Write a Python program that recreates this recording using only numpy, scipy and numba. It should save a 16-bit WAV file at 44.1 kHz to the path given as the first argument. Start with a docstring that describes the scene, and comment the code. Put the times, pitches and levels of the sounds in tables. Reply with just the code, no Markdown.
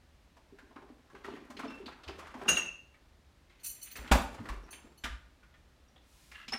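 """Someone rummages in a kitchen cupboard a few steps from a phone, over the hum of a fridge. Knocks and
slides come first, with a faint clink of glass; then a dish is set down, cutlery jingles and a drawer slams.
Cloth rustles, a pot scrapes and the glass clinks again. Knocks are shaped bursts of noise, slides are
filtered grainy noise, and struck things are fading tones. A small hard room rings after each contact."""
import sys
import numpy as np
from scipy import signal
from scipy.fft import rfft, irfft
from scipy.io import wavfile
from scipy.ndimage import uniform_filter1d
from numba import njit

SR = 44100
rng = np.random.default_rng(int(sys.argv[2]) if len(sys.argv) > 2 else 0)


def master(y):
    """Save y as 16-bit WAV."""
    cut = np.clip(np.atleast_2d(y).T, -1, 1)
    pcm = np.round(cut * 32767)  # scale
    wavfile.write(sys.argv[1], SR, pcm.astype(np.int16))


def volts_from_decibels(level):
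    """Turn decibel levels (scalar or array-like) into linear amplitude factors."""
    exponent = np.asarray(level, float) / 20
    return 10 ** exponent


N = 290178

# a hand shifting things about the shelf: (time [s], level [dB])
RUMMAGE = [(.45, -71), (1.1, -68.5), (1.3, -55), (1.47, -59.5), (1.68, -52), (1.83, -58.5), (2.05, -55.5),
           (2.46, -49), (2.5, -34.5), (2.6, -42.5), (2.75, -72)]


@njit
def svf(x, hz, sharp):
    """State-variable band-pass: lets through sound around hz, which may move, with gain 1 there."""
    y, b, l = np.empty(len(x)), 0., 0.
    for i in range(len(x)):
        g = np.tan(np.pi * hz[i] / SR)
        v = (b + g * (x[i] - l)) / (1 + g * (g + 1 / sharp))
        b, l, y[i] = 2 * v - b, l + 2 * g * v, v / sharp
    return y


def add(track, s, sound):
    """Mix a sound into the track from time s."""
    i = int(s * SR)
    track[i:i + len(sound)] += sound[:N - i]


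def walk(rate):
    """A random level that slides to a new value rate times a second; its spread is near 1."""
    k = int(SR / rate)
    held = np.repeat(rng.standard_normal(N // k + 1), k)
    return 1.2 * uniform_filter1d(held, k)[:N]


def rattles(rows):
    """Short bursts of contact noise, coloured by a broad ring with chance modes, a dull body and treble."""
    contact_s, swell = 0.01261, 0.44  # fade time constant; rise time as a share of it
    sharp, mode_sharp = 1.218, 14
    out, t = np.zeros(N), np.arange(8192) / SR
    f = np.arange(4097) * SR / 8192 + 1  # Hz, kept above zero
    noises = rng.standard_normal((len(rows), 8192))
    spreads = rng.standard_normal((len(rows), 6, 1))
    for (s, db, hz, treble_db), noise, spread in zip(rows, noises, spreads):
        broad = 1 / np.hypot(1, sharp * (f / hz - hz / f)) ** 2.01
        mode_hz = hz * 2 ** (spread / 2)
        modes = 1 / (1 + 1j * mode_sharp * (f / mode_hz - mode_hz / f))
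        ringing = broad * (1 + modes.sum(axis=0))
        body = volts_from_decibels(-5) / (1 + (f / 2000) ** 2.706) * f / np.hypot(f, 250)
        treble = volts_from_decibels(treble_db) * f / np.hypot(f, 4000) / (1 + (f / 7000) ** 3)
        rattle = noise * np.exp(-t / contact_s) * (1 - np.exp(-t / (swell * contact_s)))
        # roll lets the filter's short lead-in stay ahead of the contact
        sound = np.roll(irfft(rfft(rattle) * (ringing + body + treble)), 64)[:6000]
        add(out, s - 64 / SR, sound * volts_from_decibels(db) / np.abs(sound).max())
    return out


def thuds(rows, t60, rise, rough_db, jolt=0., shake_hz=100):
    """Each blow leaves one fading tone, shaken shake_hz times a second by the loose things on it."""
    out, t = np.zeros(N), np.arange(SR // 2) / SR
    chances = rng.standard_normal((len(rows), 50))
    for (s, db, hz), fade, chance in zip(rows, np.broadcast_to(t60, len(rows)), chances):
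        shake = np.interp(t * shake_hz, np.arange(50), chance)
        slip = np.interp(t * shake_hz, np.arange(50), chance[::-1])
        level = volts_from_decibels(db + rough_db * shake - 60 * t / fade) * (1 - np.exp(-t / rise))
        add(out, s, level * np.sin(2 * np.pi * hz * t + jolt * slip))
    return out


def harder_is_brighter(blows, tilt_db, slope):
    """Tilt each blow in dB per octave: tilt_db for a medium blow of -40 dB, plus slope per dB of force."""
    return [(s, db, tilt_db + slope * (db + 40)) for s, db in blows]


def ring_modes(modes_hz, modes, blows, main_hz, rise, scatter_db, chatter_db, jolt, clatter_db):
    """Every blow sets all modes going, each a little differently; loose contact makes them flicker and blur."""
    out, t = np.zeros(N), np.arange(SR // 4) / SR
    hz = np.array(modes_hz)[:, None]
    mode_db, t60 = np.transpose(modes)[:, :, None]

    def wobble(part):
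        return np.array([np.interp(t * 180, np.arange(60), c) for c in part])

    chances = rng.standard_normal((len(blows), len(modes), 122))
    for (s, db, tilt_db), chance in zip(blows, chances):
        start_db = db + mode_db + tilt_db * np.log2(hz / main_hz) + scatter_db * chance[:, :1]
        flicker, slip = wobble(chance[:, 2:62]), wobble(chance[:, 62:])
        phase = 2 * np.pi * hz * t + 9 * chance[:, 1:2] + jolt * slip
        tones = volts_from_decibels(start_db + chatter_db * flicker - 60 * t / t60) * np.sin(phase)
        # bright grit of edges rubbing fills in between the modes
        grit = np.diff(rng.standard_normal(len(t) + 1))
        clatter = volts_from_decibels(db + tilt_db + clatter_db - 60 * t / 0.086) * grit
        add(out, s, (tones.sum(axis=0) + clatter) * (1 - np.exp(-t / rise)))
    return out


def hush():
    """Fridge rumble and hiss of an empty room: shaped noise whose level wavers slightly."""
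    # spectrum of the hush: (pitch [Hz], relative level per Hz [dB])
    spectrum = [(15, -49), (25, -12), (40, -7), (59, -2), (76, -2), (87, -12), (185, -16.5), (309, -17.5),
                (476, -24.5), (545, -22), (677, -24), (1940, -28.5), (2160, -29.5), (4030, -32.5),
                (16000, -49.5)]
    hz, db = np.transpose(spectrum)
    bins = np.arange(N // 2 + 1) * SR / N + 1
    shape = volts_from_decibels(np.interp(np.log(bins), np.log(hz), db))
    noise = irfft(rfft(rng.standard_normal(N)) * shape, N)
    return noise * volts_from_decibels(-63 + 0.28 * walk(1.6)) / noise.std()


def knocks():
    """Dry contacts: each is a brief rattle with its own pitch and brightness."""
    # contacts: (time [s], level [dB], ring pitch [Hz], treble [dB])
    contacts = [(0.366, -49, 819, -14), (0.585, -45.5, 1505, -15.5), (0.707, -48.5, 814, -49.5),
                (0.758, -41, 916.5, -51), (0.818, -48, 773, -33), (0.888, -51, 634, -26),
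                (1.098, -51, 1164, -10.5), (1.147, -42.5, 1168, -24.5), (1.243, -33, 1300, -15),
                (1.276, -37, 885.3, -35), (1.362, -46.5, 842, -28), (1.501, -41, 861.5, -3.5),
                (1.566, -38, 2740, -38.5), (1.59, -30.5, 1294, -14.5), (1.631, -33.5, 1014, -55.5),
                (1.645, -33.5, 660.3, -52), (1.7, -38, 1403, -27), (1.808, -54.5, 611, -40),
                (1.858, -38, 3002, -51.5), (1.878, -37.5, 1150, -46), (2.033, -46.5, 4006, -22),
                (2.077, -36, 2958, -28), (2.088, -35.5, 881.4, -31), (2.188, -39.5, 1067, -7),
                (2.268, -41.5, 1402, -12), (2.339, -37, 1022, -21.5), (2.413, -35, 675.5, -41),
                (2.452, -33, 900.2, -50), (2.482, -18, 1700, -4), (2.568, -28, 1968, -13),
                (2.938, -52.5, 1896, -26.5), (3.496, -54, 2355, -36.5), (3.643, -41, 2940, 28.5),
                (3.954, -35.5, 1940, -3.5), (4.073, -40, 2468, -11), (4.112, -14, 227.5, -40.5),
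                (4.114, -10, 1001, -6.5), (4.148, -19.5, 629.5, -20), (4.34, -41, 850, -10.5),
                (4.38, -41, 919.5, -48.5), (4.453, -38, 1326, -23), (4.486, -33, 1056, -10.5),
                (4.52, -43.5, 1520, -16), (4.727, -39, 2282, -15), (5.037, -25, 2200, -6),
                (5.051, -28.5, 1513, -22.5), (5.429, -51, 1626, -20.5), (5.539, -51, 1866, -32.5),
                (5.957, -54, 598, -36.5), (6.314, -39.5, 2010, -7), (6.479, -33, 3300, -20),
                (6.52, -32, 720, -13), (6.53, -27, 1900, -17.5)]
    return rattles(contacts)


def slide():
    """Grainy friction: dense small slips through a broad resonance, for the rummaging and single drags."""
    # single drags and rustles: (start [s], end [s], start level [dB], end level [dB], brightness [Hz])
    drags = [(1.235, 1.4, -48, -68.5, 2202), (1.582, 1.768, -46, -60, 2400), (3.5, 3.962, -63.5, -51, 2238),
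             (3.954, 4.09, -37, -45, 1314), (4.297, 4.904, -48, -58.5, 1156)]
    t = np.arange(N) / SR
    out = np.zeros(N)
    slips = rng.standard_normal(N) * volts_from_decibels(4.1 * walk(60) + 2.777 * walk(400))
    # the shelf underneath drones along, more under dull heavy things than bright light ones
    wood = svf(slips[::-1].copy(), np.full(N, 300.), 1.23)
    moves = [(*np.transpose(RUMMAGE), 1150)]
    moves += [((s0, s1), (db0, db1), hz) for s0, s1, db0, db1, hz in drags]
    for s, db, hz in moves:
        fade = np.clip(np.minimum(t - s[0], s[-1] + .05 - t) / .03, 0, 1)
        centre = np.full(N, 1. * hz)
        rub = svf(svf(slips, centre, 0.975), centre, 0.975)
        out += fade * volts_from_decibels(np.interp(t, s, db)) * (rub + (2000 / hz) ** 2 * wood)
    return out


def jostles():
    """Small things knocked at random moments, with a force that follows the rummaging hand."""
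    count, low_hz, octaves, treble_db = 70, 398, 3.0065, -30
    s, db = np.transpose(RUMMAGE)
    when, pitch, force = rng.random((count, 3)).T
    at = s[0] + when * (s[-1] - s[0])
    # most stay near the hand's level, a few are much louder
    level_db = np.interp(at, s, db) + 3.5 + 2 * np.log(1 / (1 - force))
    return rattles([(a, d, low_hz * 2 ** (octaves * p), treble_db) for a, d, p in zip(at, level_db, pitch)])


def wooden_tones(rows):
    """Wood answers each blow with a short, slightly unsteady tone."""
    return thuds(rows, 0.0954, rise=0.003, rough_db=3.5, jolt=.6)


def shelf():
    """The cupboard shelf: where it is struck favours its low or its high modes."""
    # modes of the shelf: (pitch [Hz], relative level [dB])
    modes = [(257, -1.5), (290, -2.5), (388, -2)]
    # blows on it: (time [s], level [dB], tilt [dB per octave])
    blows = [(0.524, -49.5, 8), (0.628, -51, 0.5), (0.697, -54, 0.5), (0.76, -42.5, 0),
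             (0.825, -51.5, 20.5), (0.901, -43.5, -17), (1.144, -46.5, 13.5), (1.247, -45, 11.5),
             (1.28, -36.5, 8), (1.312, -40, -1.5), (1.336, -41.5, 10.5), (1.375, -43, -3),
             (1.418, -45.5, -3), (1.499, -44, -21.5), (1.545, -45.5, -21.5), (1.568, -43.5, 7.5),
             (1.59, -37.5, -23), (1.638, -35.5, -42), (1.66, -37, -38.5), (1.682, -41, -37.5),
             (1.718, -45, -31), (1.743, -45, -28.5), (1.832, -45, 14.5), (1.802, -45.5, 19.5),
             (1.864, -43, -27), (2.09, -42.5, 26.5), (2.349, -41.5, -31), (2.421, -46.5, 25),
             (2.461, -38.5, 15), (2.542, -42, -13)]
    middle_hz = modes[1][0]
    rows = []
    for s, db, tilt_db in blows:
        rows += [(s, db + mode_db + tilt_db * np.log2(hz / middle_hz), hz) for hz, mode_db in modes]
    return wooden_tones(rows)


def glass():
    """A clinked glass: each blow rings a handful of short high modes."""
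    # pitches of its modes: (pitch [Hz])
    mode_hz = [2990, 3600, 4016, 4301, 5223, 5399, 6056, 9518, 14490]
    # the same modes: (relative level [dB], time to fade by 60 dB [s])
    modes = [(-19, 0.044), (-16, 0.043014), (-18, 0.03094), (-15.5, 0.0479), (3.5, 0.054), (4.5, 0.047),
             (-17, 0.0898), (-12, 0.1716), (-26.5, 0.089)]
    # blows: (time [s], level [dB])
    blows = [(1.679, -54.5), (6.482, -46), (6.522, -36), (6.534, -35.5)]
    tilted = harder_is_brighter(blows, tilt_db=-10.5, slope=0.591)
    return ring_modes(mode_hz, modes, tilted, main_hz=5320.0, rise=0.002, scatter_db=4.0, chatter_db=4.0,
                      jolt=0.8, clatter_db=-29.0)


def short_rings():
    """Short unsteady rings, mostly of dishes, near one pitch each."""
    # rings: (time [s], level [dB], pitch [Hz])
    rows = [(1.682, -47, 2717), (1.705, -43, 2704), (1.735, -45, 2686), (1.76, -48, 2698),
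            (2.59, -27, 2660), (2.652, -30, 2668), (2.678, -35, 2667), (2.755, -49, 2673),
            (4.385, -42.5, 935.3)]
    return thuds(rows, 0.095, rise=0.005, rough_db=4.5, jolt=.5, shake_hz=120)


def booms():
    """Floor and cupboard body answer with deep fading tones."""
    # booms: (time [s], level [dB], pitch [Hz], time to fade by 60 dB [s])
    rows = [(2.07, -41, 74.8, 0.337), (2.499, -44, 60, .34), (3.99, -38.5, 56.6, 0.22),
            (4.114, -13, 58.66, 0.179), (4.39, -39, 101.8, 0.274), (4.499, -31, 45.96, 0.33),
            (5.04, -40, 57.4, 0.306), (5.101, -34, 57.4, 0.29)]
    return thuds([b[:3] for b in rows], [b[3] for b in rows], rise=0.003, rough_db=2.5)


def dish():
    """A dish set down: repeated blows ring its many modes."""
    # pitches of its modes: (pitch [Hz])
    mode_hz = [2444, 2780, 2821, 4500, 5055, 5556, 5819, 6200, 6410, 6593, 6630, 7262, 7940, 8253, 8511,
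               9119, 9286, 10010, 11000, 11750, 13080, 13610, 14870, 15490]
    # the same modes: (relative level [dB], time to fade by 60 dB [s])
    modes = [(-13.5, 0.0437), (5.5, 0.0754), (-12, 0.0672), (-11, 0.005), (-23, 0.1267), (-13, 0.1854),
             (-7, 0.1158), (-11, 0.3375), (-8, 0.2525), (3, 0.1141), (6.5, 0.0836), (-13.5, 0.05),
             (-16.5, 0.12), (-14, 0.1867), (-7, 0.1253), (-3.5, 0.09), (-8, 0.0763), (-22.5, 0.1733),
             (-4, 0.0756), (-8.5, 0.07), (-10, 0.14), (-6.5, 0.08), (-16.5, 0.19), (-9, 0.1121)]
    # blows: (time [s], level [dB])
    blows = [(2.48, -21.5), (2.487, -14.5), (2.514, -36), (2.569, -20.5), (2.589, -27.5), (2.628, -36),
             (2.655, -36), (2.68, -38.5), (2.723, -44), (2.79, -52.5)]
    tilted = harder_is_brighter(blows, tilt_db=-18.5, slope=0.411)
    return ring_modes(mode_hz, modes, tilted, main_hz=2758, rise=0.004, scatter_db=1.5, chatter_db=2.5,
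                      jolt=0.2, clatter_db=-24)


def cutlery():
    """Jingling cutlery: uneven, flickering high modes with plenty of grit between them."""
    # pitches of its modes: (pitch [Hz])
    mode_hz = [2600, 2977, 4130, 4530, 4328, 5884, 6078, 6379, 6940, 7391, 8183, 9238, 9814, 10990, 11360,
               11870, 13180, 13930, 14330, 14850, 15130]
    # the same modes: (relative level [dB], time to fade by 60 dB [s])
    modes = [(-6.5, 0.07565), (-7, 0.065), (-5, 0.067), (-8.5, 0.09676), (-1, 0.0645), (-3, 0.06898),
             (-6.5, 0.11), (-11, 0.23), (-10, 0.1376), (-19, 0.68), (-4.5, 0.087), (-8, 0.212),
             (-12.5, 0.26), (2.5, 0.065), (-10, 0.11), (-7.5, 0.15757), (-17.5, .06), (-9, 0.12),
             (-26.5, 0.088), (-14, 0.13), (-8, 0.14)]
    # blows: (time [s], level [dB])
    blows = [(3.597, -62), (3.632, -45), (3.642, -38), (3.659, -36.5), (3.688, -42), (3.74, -54),
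             (3.813, -48), (3.826, -43), (3.911, -47), (3.962, -47), (4.14, -44), (4.175, -47),
             (4.215, -55.5), (4.706, -48.5), (4.715, -53.5), (4.975, -60)]
    tilted = harder_is_brighter(blows, tilt_db=3.5, slope=0.35)
    return ring_modes(mode_hz, modes, tilted, main_hz=5900, rise=.008, scatter_db=4, chatter_db=4.5,
                      jolt=1.2, clatter_db=-7)


def drawer():
    """The drawer front rings at one pitch, 241 Hz, loudest when it slams."""
    # blows: (time [s], level [dB])
    blows = [(4.044, -46.5), (4.114, -13.5), (4.155, -22.5), (4.401, -33), (4.842, -47.5), (5.041, -36),
             (6.483, -47.5), (6.537, -35.5)]
    return wooden_tones([(s, db, 241) for s, db in blows])


def chirps():
    """Short chirps, a rising squeak and the low tone of the glass clink: brief tones, roughened fast."""
    # chirps: (time [s], level [dB], pitch [Hz])
    rows = [(4.64, -52, 5617), (5.883, -57.5, 5670), (5.96, -51, 3250), (5.975, -54, 3466),
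            (6.535, -38, 777.4), (6.553, -37.5, 782.7)]
    return thuds(rows, .04, rise=0.003, rough_db=4, jolt=1.5, shake_hz=600)


def rustle():
    """A soft rustle of cloth: smooth broad noise that swells and fades."""
    # the rustle: (start [s], end [s], level [dB], brightness [Hz])
    cloth = (6.0, 6.5, -61.5, 3997.5)
    start, end, db, hz = cloth
    swell = np.sin(np.pi * np.clip((np.arange(N) / SR - start) / (end - start), 0, 1))
    return volts_from_decibels(db) * swell * svf(rng.standard_normal(N), np.full(N, 1. * hz), 0.48)


def scrape():
    """A pot scraped along the shelf: uneven slips ring its few resonances."""
    # the scrape: (start [s], end [s], start level [dB], end level [dB])
    stroke = (6.33, 6.46, -52, -54)
    # resonances of the pot: (pitch [Hz], half width [Hz], relative level [dB])
    pot = [(1330, 91.9, -3), (1680, 75.8, -1.5), (1966, 98.3, -4), (2570, 70, -4.5), (2740, 54.1, -3.5)]
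    t = np.arange(N) / SR
    start, end, start_db, end_db = stroke
    db = np.interp(t, (start, end), (start_db, end_db))
    fade = np.clip(np.minimum(t - start, end - t) / 0.01548, 0, 1)
    slips = rng.standard_normal(N) * volts_from_decibels(db + 2.4 * walk(200)) * fade
    slips = svf(slips, np.full(N, 1900.), 0.913)
    out = np.zeros(N)
    for hz, width, mode_db in pot:
        # a narrow resonance lets less noise through, so it is raised
        gain = volts_from_decibels(mode_db) * np.sqrt(SR / 2 / width)
        out += gain * svf(slips, np.full(N, 1. * hz), hz / width / 2)
    return out / 3


@njit
def walls(x, lags, scatter, gain, damp, sway, sway_hz):
    """Allpasses feed sixteen cross-fed, dulling delays, which drift slowly and blur the room's tones."""
    line, near, soft, out = np.zeros((16, 4096)), np.zeros((3, 2048)), np.zeros(16), np.zeros(len(x))
    for i in range(len(x)):
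        v, total = x[i] + 1e-18, 0.
        for k in range(3):
            old = near[k, (i - scatter[k]) & 2047]
            near[k, i & 2047] = v + .6 * old
            v = old - .6 * near[k, i & 2047]
        for k in range(16):
            late = sway * (1 + np.sin(2 * np.pi * sway_hz[k] * i / SR + k))
            whole = int(late)
            part = late - whole
            newer = line[k, (i - lags[k] - whole) & 4095]
            older = line[k, (i - lags[k] - whole - 1) & 4095]
            echo = newer * (1 - part) + older * part
            soft[k] += (1 - damp) * (gain[k] * echo - soft[k])
            total += soft[k]
            out[i] += soft[k] * (1 - 2 * (k % 2))
        for k in range(16):
            line[k, i & 4095] = v * (1 - 2 * (k // 2 % 2)) + soft[k] - total / 8
    return out


def room(near):
    """A small hard room: echoes between the walls that fade within about half a second."""
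    # echo paths between the walls: (delay [samples])
    lags = np.array([241, 383, 547, 727, 937, 1171, 1433, 1733, 1999, 2281, 2557, 2851, 3137, 3433, 3719, 4001])
    # short paths that scatter the sound first: (delay [samples])
    scatter = np.array([37, 83, 149])
    t60_s, sway_s = 0.4548, .00025
    gain = volts_from_decibels(-60 * lags / SR / t60_s)
    sway_hz = 1.5 * (1 + rng.random(len(lags)))
    return walls(near, lags, scatter, gain, 0.05, sway_s * SR, sway_hz)


def scene():
    """All contacts sound once directly and again off the walls, over the hush."""
    near = knocks() + slide() + jostles() + shelf() + glass() + short_rings() + booms()
    near += dish() + cutlery() + drawer() + chirps() + rustle() + scrape()
    return (volts_from_decibels(-1) * near + volts_from_decibels(-17) * room(near) + hush())[None]


def top_cut(x):
    """Nothing passes above the cut-off."""
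    return signal.sosfilt(signal.butter(12, 15900, fs=SR, output="sos"), x)


def record(dry):
    """The phone takes down the finished mix."""
    return top_cut(dry)


dry = scene()
out = record(dry)
master(out)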